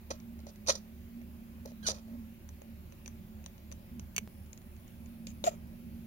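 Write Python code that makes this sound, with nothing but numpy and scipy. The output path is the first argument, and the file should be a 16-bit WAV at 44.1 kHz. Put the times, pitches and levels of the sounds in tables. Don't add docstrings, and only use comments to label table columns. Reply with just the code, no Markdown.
import sys
import numpy as np
from scipy import signal
from scipy.io import wavfile
from scipy.ndimage import uniform_filter1d

SR = 44100
rng = np.random.default_rng(int(sys.argv[2]) if len(sys.argv) > 2 else 0)


def undo_db(level):
    steps = np.asarray(level, float) / 20
    return 10 ** steps


def to_wav(sig):
    pcm = np.clip(np.atleast_2d(sig), -1, 1) * 32767
    pcm = np.round(pcm).astype(np.int16)
    wavfile.write(sys.argv[1], SR, pcm.T)


N = 267378
T = np.arange(N) / SR
SPLICE_S = 4.2759
AFTER = T > SPLICE_S
NEST_LAG_S, MOVED_LAG_S, GRIP_LAG_S = 0.00032, 0.000413, 0.000696


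def evened(x):
    return x / np.sqrt(np.mean(x ** 2) + 1e-20)


def read(points, hz, column=1):
    points = np.asarray(points, float)
    return np.interp(np.log(hz + 1), np.log(points[:, 0] + 1), points[:, column])


def resonate(x, hz, width):
    r = np.exp(-np.pi * width / SR)
    if np.isscalar(hz):
        pole = r * np.exp(2j * np.pi * hz / SR)
        return 2 * signal.lfilter([1 - r], [1, -pole], x + 1e-18).real
    turn = np.exp(2j * np.pi * np.cumsum(hz) / SR)
    return 2 * (turn * signal.lfilter([1 - r], [1, -r], x / turn + 1e-18)).real


def envelope(rows):
    s, hz, db = np.transpose(rows)
    fade = np.clip(np.minimum(T - s[0], s[-1] - T) / .002, 0, 1)
    return fade * undo_db(np.interp(T, s, db))


def swells(s, db, lasts, t, roundness=1.13):
    away = np.abs(t - np.asarray(s)[:, None]) / np.abs(lasts)[:, None]
    return np.sqrt((undo_db(db[:, None] - 20 * away ** roundness) ** 2).sum(0) + undo_db(-200))


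def voice(rows, gain, orders, waver=.01):
    s, hz = np.transpose(rows)[:2]
    unsteady = evened(uniform_filter1d(rng.standard_normal(N), 150))
    hz = np.interp(T, s, hz) * (1 + waver * unsteady)
    turns = 2 * np.pi * np.cumsum(hz) / SR
    return np.sqrt(2) * gain * sum(undo_db(db) * np.sin(k * turns) for k, db in orders)


def air(patchy_db=1.34):
    # f/Hz, correlation
    likeness = [(60, 1), (290, 0.79), (640, 0.93), (1400, 0.089), (3100, 0.0684), (7000, .02)]
    # f/Hz, left-right/dB
    tilt = [(60, -0.5), (180, -4.5), (550, 2), (1650, -3), (4970, 2.5), (15000, -0.5)]
    # f/Hz, density/dB per Hz
    rumble_colour = [(20, -29), (36, -4), (55, -19), (76, -6), (140, -15.5), (190, -8), (232, -10.5),
                     (268, -20.5), (370, -20), (420, -37), (565, -22), (750, -35)]
    # f/Hz, density/dB per Hz
    hiss_colour = [(380, -31), (650, -22), (723, -3), (1320, -9.5), (2540, -8), (3370, -13.5), (6400, -18),
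                   (7320, -17.5), (8040, -24.5), (10400, -14.5), (15100, -9), (15900, -10)]
    # t/s, level/dB, time to lose 20 dB/s
    heaves = [
        (0.29, -55.5, 0.5),
        (1.2, -56.5, 1.4),
        (1.85, -54, 1),
        (2.18, -62.5, -2.5),
        (3.2, -55, 2),
        (4.0, -50, 0.2),
        (4.23, -55, 1),
        (5.2, -57, 2.2),
        (5.7, -55.5, 0.9),
        (5.96, -52.5, -3),
    ]
    frames, hz = N // 512 + 5, np.fft.rfftfreq(2048, 1 / SR)
    a, b, c, d, patches = rng.standard_normal((frames, 1025, 5)).T
    patches = evened(uniform_filter1d(uniform_filter1d(patches, 20, 0), 8, 1))
    same = np.clip(read(likeness, hz), -1, 1)[:, None]
    left = a + 1j * b
    z = np.array([left, same * left + np.sqrt(1 - same ** 2) * (c + 1j * d)])
    z[1] *= np.exp(-2j * np.pi * hz * NEST_LAG_S)[:, None]
    lean = read(tilt, hz) / 2
    heave_db = 20 * np.log10(swells(*np.transpose(heaves), np.arange(frames) * 512 / SR))
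    deep = np.clip(2 - hz / 200, 0, 1)[:, None]
    swell_db = (heave_db - heave_db.mean()) * deep
    rumble = undo_db(read(rumble_colour, hz)) * (hz > 20) * (hz < 700)
    hiss = undo_db(read(hiss_colour, hz)) * (hz >= 700) * (hz < 15900)
    level = undo_db(-53.5) * evened(rumble) + undo_db(-63) * evened(hiss)
    z *= level[:, None] * undo_db(np.array([lean, -lean])[:, :, None] + patchy_db * patches + swell_db)
    sound = signal.istft(z, nperseg=2048, noverlap=1536)[1][:, :N]
    return np.sqrt(np.mean(level ** 2)) * evened(sound)


def pump_and_fan():
    # multiple of its speed, level/dB
    orders = [(1, -62.5), (2, -57), (2.495, -65), (2.635, -70), (3, -64), (5, -64), (6, -69)]
    pump_hz, fan_beat_hz = 36.002, 3.323
    pump = 2 * np.pi * pump_hz * T
    late = np.array([[0], [.35]])
    in_step_s = np.where(AFTER, 4.43, .1)
    beat = 2 * np.pi * fan_beat_hz * (T - in_step_s)
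    lines = undo_db(-.5) * sum(undo_db(db) * np.cos(k * pump - late) for k, db in orders)
    fan = undo_db(-57.5) * np.cos(2 * pump + beat - late)
    side_line = undo_db(-67) * np.cos(2 * pump + 2 * beat - late)
    return np.sqrt(2) * (lines + fan + side_line)


def drone():
    # t/s, f/Hz, peak level/dB, time to lose 20 dB/s
    mode_swells = [(0.1, 230, -61, 0.5), (0.3, 231, -47.5, 0.36), (0.438, 229, -42, 0.01),
                   (0.62, 212, -59, 1), (0.79, 214, -52.5, -0.7), (0.95, 232, -57, -0.4),
                   (1.18, 235, -44.5, -0.16), (1.45, 228, -51.5, 0.8), (1.698, 237, -51.5, 0.14),
                   (1.87, 211, -50, -0.6), (2.14, 232, -43, -0.18), (2.229, 227, -48, -0.3),
                   (2.7, 227, -48, 0.12), (3.091, 230, -55, 0.32), (3.31, 215, -55, 0.6),
                   (3.719, 222, -57.5, 0.34), (3.968, 233, -48, 0.12), (4.228, 225, -44, 0.04),
                   (4.82, 230, -52, 0), (5.11, 233, -48.5, -0.12), (5.25, 227, -49, -0.24),
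                   (5.421, 222, -52, -0.5), (5.621, 228, -67, -5.5), (5.8, 234, -53.5, -1.9),
                   (5.981, 233, -48, -0.3)]
    s, _, db, lasts = np.transpose(mode_swells)
    gain = np.interp(T, T[::64], swells(s, db, lasts, T[::64]))
    tone = voice(mode_swells, gain, [(1, 0.012)], waver=0.051)
    return np.array([tone, np.interp(T - NEST_LAG_S, T, tone)])


def duct():
    return undo_db(-71.5) * evened(resonate(rng.standard_normal(N), 373, 15.6))


def whine():
    # t/s, f/Hz, level/dB
    track = [
        (4.28, 9850, -74),
        (4.42, 10020, -70),
        (4.6, 9960, -72),
        (5.05, 10030, -74),
        (5.13, 9850, -71),
        (5.25, 10150, -74),
        (5.52, 10150, -70),
        (5.6, 10450, -76.5),
        (5.72, 10150, -75),
        (6.06, 10340, -74),
    ]
    wander_hz, width_hz, waver_db = 40, 100, .5
    wander, waver = evened(uniform_filter1d(rng.standard_normal((2, N)), 4000))
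    hz = np.interp(T, *np.transpose(track)[:2]) + wander_hz * wander
    whistle = evened(resonate(rng.standard_normal((2, N)), hz, width_hz))
    return whistle * envelope(track) * undo_db(waver_db * waver)


def hum():
    low = pump_and_fan() + drone() + duct()
    return low * undo_db([[-1.7], [1.5]]) + whine() * undo_db([[-1], [-9]])


def splice_pop():
    return undo_db(-37) * AFTER * np.exp(-np.abs(T - SPLICE_S) / 0.0014)


def colour(points, column):
    hz = np.abs(np.fft.fftfreq(2048, 1 / SR))
    log_gain = np.log(undo_db(read(points, hz, column) - 40 * np.clip(1 - hz / 1000, 0, 1)))
    return np.fft.ifft(np.exp(np.conj(signal.hilbert(log_gain)))).real[:1024]


def to_microphones(high, low):
    # f/Hz, left/dB, right/dB
    near = [(960, -26, -13), (2750, -34, -20.5), (3610, -10, -7), (4230, -3.5, -2), (5540, -11.5, -3.5),
            (6000, -5.5, 4), (6850, -3.5, -14.5), (7540, -14, -16), (8260, -28.5, -48), (9400, -12, -15.5),
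            (10450, -18.5, -25), (11900, -27.5, -43), (15500, -27, -34), (16000, -45, -44)]
    # f/Hz, left/dB, right/dB
    moved = [(1000, -16, -28), (2390, -22, 1.5), (3820, -22, -5), (5140, -2, -7), (5940, -12, -3),
             (6570, 10.5, -7), (7880, -4.5, -29), (8050, -19, -46), (9520, -11, -24), (10700, -11, -71),
             (12700, -15, -42), (14900, -7, -21), (16500, -33, -39)]
    # f/Hz, left/dB, right/dB
    grip = [(988, -36, -2), (2240, -21, -6.5), (3120, -4, -5.5), (3950, -13, -9), (4570, -1, -4),
            (5500, -11, -37), (5950, 9.5, 9), (6730, -1.5, -3.5), (8000, -12, -44), (9600, -6.5, -11.5),
            (16100, -25, -27)]
    out = np.zeros((2, N))
    gripped = (T > 2.4) & ~AFTER
    places = [(near, NEST_LAG_S, ~AFTER & ~gripped), (grip, GRIP_LAG_S, gripped), (moved, MOVED_LAG_S, AFTER)]
    for path, lag, on in places:
        taps = np.array([colour(path, 1), colour(path, 2)])
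        taps = taps / np.sqrt((taps ** 2).sum() / 2)
        heard = signal.oaconvolve(high * on, taps, axes=1)[:, :N] + low * on
        out[0] += heard[0]
        out[1] += np.interp(T - lag, T, heard[1])
    return out


def walls(x):
    # f/Hz, t60/s
    decay = [(400, 0.153), (1500, 0.22), (5000, 0.2), (12000, 0.15)]
    taps = np.zeros((2, SR // 2))
    grid = np.arange(200, SR // 2 - 20, 20)
    at = grid + rng.integers(0, 20, (2, len(grid)))
    np.put_along_axis(taps, at, rng.choice([-1., 1.], at.shape), 1)
    hz, t, z = signal.stft(taps, SR, nperseg=256)
    tail = signal.istft(z * undo_db(-60 * t / read(decay, hz)[:, None]), SR, nperseg=256)[1]
    return signal.fftconvolve(x, tail / np.linalg.norm(tail[0]), axes=1)[:, :N]


def box(x):
    # f/Hz, width/Hz, level/dB
    modes = [(571, 75, 10.5), (482, 140, -1.5), (754, 150, -4.5)]
    return sum(undo_db(db) * resonate(resonate(x, hz, width), hz, 3 * width) for hz, width, db in modes)


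def catch():
    # t/s, peak level/dB, extra bass/dB
    snaps = [
        (4.1636, -27, -4.5),
        (4.1652, -35, -4),
        (4.1693, -40, 0),
        (4.1801, -27.5, 2.5),
        (4.181, -31.5, 4.5),
        (4.1852, -36, 0.5),
        (4.1872, -40, -3),
        (4.1874, -40, 4),
    ]
    # f/Hz, level/dB, t60/s, left-right/dB
    modes = [(620, -11.5, 0.015, 2.5), (990, -12, 0.0089, 1), (1540, -19.5, 0.006, -13),
             (2270, -2.5, 0.014, -10.5), (2510, -5.5, 0.0086, -6), (2920, -4.5, 0.01, -11),
             (3500, -6, 0.012, 4.5), (4570, -8, 0.014, -2), (6120, 3, .012, 0), (6620, -5.5, .014, 11),
             (7520, -5, 0.0077, 11), (9700, -5, 0.0057, 9), (12100, 0, 0.0032, 4), (15000, -5, 0.0033, 16)]
    t, out = np.arange(800) / SR, np.zeros((2, N))
    attack = np.minimum(t / .0002, 1)
    phases = rng.random((len(snaps), len(modes)))
    for (s, db, bass_db), row in zip(snaps, phases):
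        for (hz, mode_db, t60, pan_db), phase in zip(modes, row):
            decay = undo_db(db + mode_db + bass_db * (hz < 4000) - 60 * t / t60)
            ring = decay * np.sin(2 * np.pi * (hz * t + phase)) * attack
            for side, (lag, lean) in enumerate([(0, .5), (GRIP_LAG_S, -.5)]):
                out[side, round((s + lag) * SR):][:len(t)] += undo_db(lean * pan_db) * ring
    return out


def ticks():
    # t/s, peak level/dB, knock/dB, thud/dB, top edge/dB
    paper = [(0.2003, -52, -11, -19, -16), (0.3905, -59.5, -2, 6.5, -21), (0.4024, -56.5, -10, -1, -5),
             (0.4668, -48, -6, 0, -15), (0.558, -52.5, -10, -19, -11), (1.2143, -63, 6, 5.5, -8),
             (1.6576, -45.5, -15, 1, 11), (1.7175, -59, 0.5, 0, -8), (4.4613, -58.5, -11, -25, -15),
             (4.5751, -49.5, -44, -13, -17), (4.6164, -60, -13, -8, -3), (4.7649, -56.5, -20, -17, 1),
             (4.8792, -57, -5, -14, 1), (5.0588, -53, -27, -15, -10)]
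    # t/s, peak level/dB, knock/dB, thud/dB, top edge/dB
    plastic = [(2.4893, -46, -28, -22, -7), (2.6173, -49, -6.5, 5, -13), (2.9218, -52.5, -5, 4.5, -11),
               (3.059, -39, -8, -19, -7), (3.0772, -38.5, -22, -7, -19), (3.4402, -55, -5, -20, -8),
               (3.579, -53, -14, -14, -13), (3.7151, -43, -15, -6.5, -12), (3.7228, -40, -19, -15, -28),
               (3.9948, -40, -30, -15, -2), (4.146, -60, -5, 1, -3)]
    # t/s, peak level/dB, knock/dB, thud/dB, top edge/dB
    teeth = [
        (0.7522, -36.5, -27, -8, -18),
        (1.8653, -46, -9, -30, -21),
        (3.4607, -37.5, -15, -13, -18.5),
        (4.5301, -45, -18, -14.5, -30),
        (5.2689, -34, -12, -23, -21),
        (5.4398, -37.5, 3, 9, -20),
    ]
    t = np.arange(2000) / SR
    knocks = [(paper, 2070), (plastic, 2250), (teeth, 3650)]
    rows = sorted((*row, hz) for kind, hz in knocks for row in kind)
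    dying = (undo_db(-60 * t / .009) + undo_db(-13 - 60 * t / .035)) * np.minimum(t / .0002, 1)
    noise = undo_db(-3) * rng.standard_normal((len(rows), 3, len(t)))
    noise[:, 2, 8] = undo_db(14.5)
    crack, knock, edge, thud = np.zeros((4, 2, N))
    for (s, db, knock_db, thud_db, edge_db, _), z in zip(rows, noise):
        start = round((s + 0.00055) * SR)
        at = slice(start, start + len(t))
        burst = undo_db(db) * dying * (1.05 * z[:2] + z[2])
        crack[:, at] += undo_db(-1.5) * burst
        knock[:, at] += undo_db(knock_db + 16.0) * burst
        edge[:, at] += undo_db(edge_db - 11.0) * burst
        thud[:, at] += undo_db(thud_db + 21) * undo_db(db) * dying * z[2]
    knock = signal.sosfilt(signal.butter(4, 1750, "high", fs=SR, output="sos"), knock)
    edge = signal.sosfilt(signal.butter(4, 9500, "high", fs=SR, output="sos"), edge)
    starts, knock_hz = np.transpose(rows)[[0, -1]]
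    latest = np.clip(np.searchsorted(starts, T) - 1, 0, None)
    knock_hz = knock_hz[latest]
    knock = resonate(resonate(knock, knock_hz, 630), knock_hz, 930)
    return crack, knock + box(thud) + edge * undo_db([[3], [-3]])


def bumps():
    # t/s, peak level/dB, f/Hz, t60/s
    hits = [
        (5.44, -32, 340, 0.023),
        (5.447, -44.5, 385, 0.26),
        (4.181, -47, 424, 0.073),
    ]
    out, t = np.zeros(N), np.arange(SR // 5) / SR
    for s, db, hz, t60 in hits:
        out[round(s * SR):][:len(t)] += undo_db(db - 60 * t / t60) * np.sin(2 * np.pi * hz * t)
    return out


def coo():
    # t/s, f/Hz, level/dB
    track = [
        (5.463, 720, -48),
        (5.47, 705, -35),
        (5.476, 690, -26),
        (5.481, 670, -24),
        (5.486, 640, -31),
        (5.494, 620, -45),
    ]
    # multiple, level/dB
    orders = [(1, 4), (2, -14), (3, -31), (4, -29)]
    return voice(track, envelope(track), orders, waver=0.0051)


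def peep():
    # t/s, f/Hz, level/dB
    track = [
        (1.826, 1605, -69),
        (1.845, 1614, -63.5),
        (1.856, 1510, -61),
        (1.866, 1447, -54),
        (1.872, 1437, -72),
    ]
    # multiple, level/dB
    orders = [(1, 9.5), (2, 4), (4, -5), (6, -3)]
    # t/s, f/Hz, level/dB
    wheeze = [
        (1.828, 3930, -49),
        (1.836, 3960, -51),
        (1.841, 4350, -53),
        (1.853, 4500, -42),
        (1.86, 4280, -46),
        (1.872, 4330, -49.5),
    ]
    squeak = voice(track, envelope(track), orders, waver=.02)
    whistle = voice(wheeze, envelope(wheeze), [(1, -9)], waver=.015)
    return undo_db([[-7], [3.5]]) * (squeak + whistle)


def spurts():
    # t/s, peak level/dB, ring f/Hz
    drops = [(0.1052, -33, 5970), (0.1105, -34, 5000), (0.1114, -32, 5910), (0.1125, -38, 4250),
             (0.1095, -40, 1100), (0.4974, -57, 6850), (0.6714, -32, 5930), (0.6764, -25, 5790),
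             (0.6833, -25, 6020), (0.6874, -24, 5780), (0.6913, -20, 6070), (0.6944, -17, 6080),
             (0.7034, -17, 6050), (0.7234, -33, 5850), (0.7527, -31, 5880), (1.8704, -22, 6090),
             (1.8804, -25, 5650), (1.8884, -28, 5950), (1.9044, -30, 6030), (1.9154, -31, 6010),
             (3.0769, -41, 6020), (3.4607, -43, 3500), (3.7155, -46, 2300), (3.9952, -50, 2950),
             (5.2692, -39, 3980), (3.9948, -37, 6030), (5.2814, -47, 7030), (5.4514, -35, 6590),
             (5.4754, -31, 6790), (5.4804, -31, 6660)]
    t = np.arange(300) / SR
    phases, out = rng.random(len(drops)), np.zeros((2, N))
    shape = t / .0006 * np.exp(1 - t / .0006)
    for (s, db, hz), phase in zip(drops, phases):
        ring = undo_db(db - 3.0) * shape * np.sin(2 * np.pi * (hz * t + phase))
        out[:, round((s + .0006) * SR):][:, :len(t)] += ring
    return out * undo_db([[-2.5], [2.5]])


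def breath(column):
    # t/s, length/s, nose hiss/dB, chest and box boom/dB, middle rasp/dB
    snuffles = [
        (0.104, 0.017, -44, -42, -45.5),
        (0.108, 0.0074, -54, -33, -45),
        (0.122, 0.039, -65, -59, -63),
        (0.466, 0.031, -63, -58, -69),
        (0.487, 0.019, -61, -57, -70),
        (1.653, 0.0085, -62, -50, -67),
        (1.672, 0.039, -65.5, -59, -67),
        (2.078, 0.092, -82, -62.5, -70),
        (5.266, 0.048, -59, -74, -66),
    ]
    # t/s, length/s, nose hiss/dB, chest and box boom/dB, middle rasp/dB
    sneezes = [(0.663, 0.0092, -54, -58, -51), (0.670, 0.02, -37, -53, -52),
               (0.684, 0.004, -40, -30.5, -42), (0.683, 0.029, -31.5, -36, -35),
               (0.694, 0.0049, -28, -28, -25.5), (0.699, 0.011, -30, -42, -27.5),
               (0.7039, 0.008, -45, -30.5, -33), (0.708, 0.018, -39, -49, -60),
               (0.729, 0.018, -53, -48, -69), (0.754, 0.0058, -43, -47, -62), (0.76, 0.026, -58, -56, -64),
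               (1.829, 0.042, -62, -61, -63), (1.855, 0.016, -49, -52, -53),
               (1.865, 0.023, -30.5, -47.5, -50), (1.886, 0.0056, -33, -32.5, -56),
               (1.891, 0.027, -37.5, -42.5, -47.5), (1.922, 0.015, -63, -47, -60),
               (1.943, 0.025, -55.5, -53, -58), (1.968, 0.03, -64.5, -57, -59),
               (5.439, 0.036, -43, -43, -47.5), (5.463, 0.02, -40, -42, -42.5),
               (5.484, 0.014, -47, -70, -56), (5.508, 0.043, -64.5, -54, -62.5)]
    attack_s, sag_db, release_db_per_s = 0.0015, 5.5, 2502
    power, t = np.zeros(N), np.arange(SR // 8) / SR
    for row in [*snuffles, *sneezes]:
        start, length = row[:2]
        db = row[column] - sag_db * t / length - release_db_per_s * np.maximum(t - length, 0)
        power[round(start * SR):][:len(t)] += (np.minimum(t / attack_s, 1) * undo_db(db)) ** 2
    return np.sqrt(power)


def puffs(sputter_db=2.5, alike=0.66):
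    # f/Hz, width/Hz, level/dB
    throat = [(1117, 120, 12.5), (1257, 95, 16.5), (1886, 180, 8), (2456, 96, 11.5), (3167, 200, 3)]
    slow = uniform_filter1d(uniform_filter1d(rng.standard_normal(N), 60), 60)
    sputter = undo_db(sputter_db * evened(slow))
    shared, apart = rng.standard_normal((3, N)), rng.standard_normal((2, N))
    hiss = sputter * (alike * shared[0] + np.sqrt(1 - alike ** 2) * apart)
    hiss = evened(hiss) * breath(column=2)
    rasp = sum(undo_db(db) * resonate(resonate(shared[1], hz, width), hz, 2 * width) for hz, width, db in throat)
    rasp = evened(sputter * rasp) * breath(column=4)
    boom = evened(box(sputter * shared[2])) * breath(column=3)
    return undo_db(4.5) * hiss, undo_db(2.0) * boom + undo_db([[-4], [1.5]]) * rasp


def scene():
    hiss, boom = puffs()
    crack, knock = ticks()
    nest = to_microphones(hiss + crack, boom + knock + spurts() + peep())
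    low = coo() + bumps()
    low = np.array([low, np.interp(T - MOVED_LAG_S, T, low)])
    snaps = catch()
    wet = walls(nest + undo_db(-5.5) * low + undo_db(-10) * snaps)
    return nest + low + snaps + undo_db(-19) * wet + air() + hum() + splice_pop()


def band_limit(x):
    return signal.sosfilt(signal.butter(12, 16990, fs=SR, output="sos"), x)


def record(dry):
    edge = signal.firwin(511, 16500, window=("kaiser", 9), fs=SR)
    mix = signal.oaconvolve(dry, edge[None], "same")
    return band_limit(mix)


dry = scene()
out = record(dry)
to_wav(out)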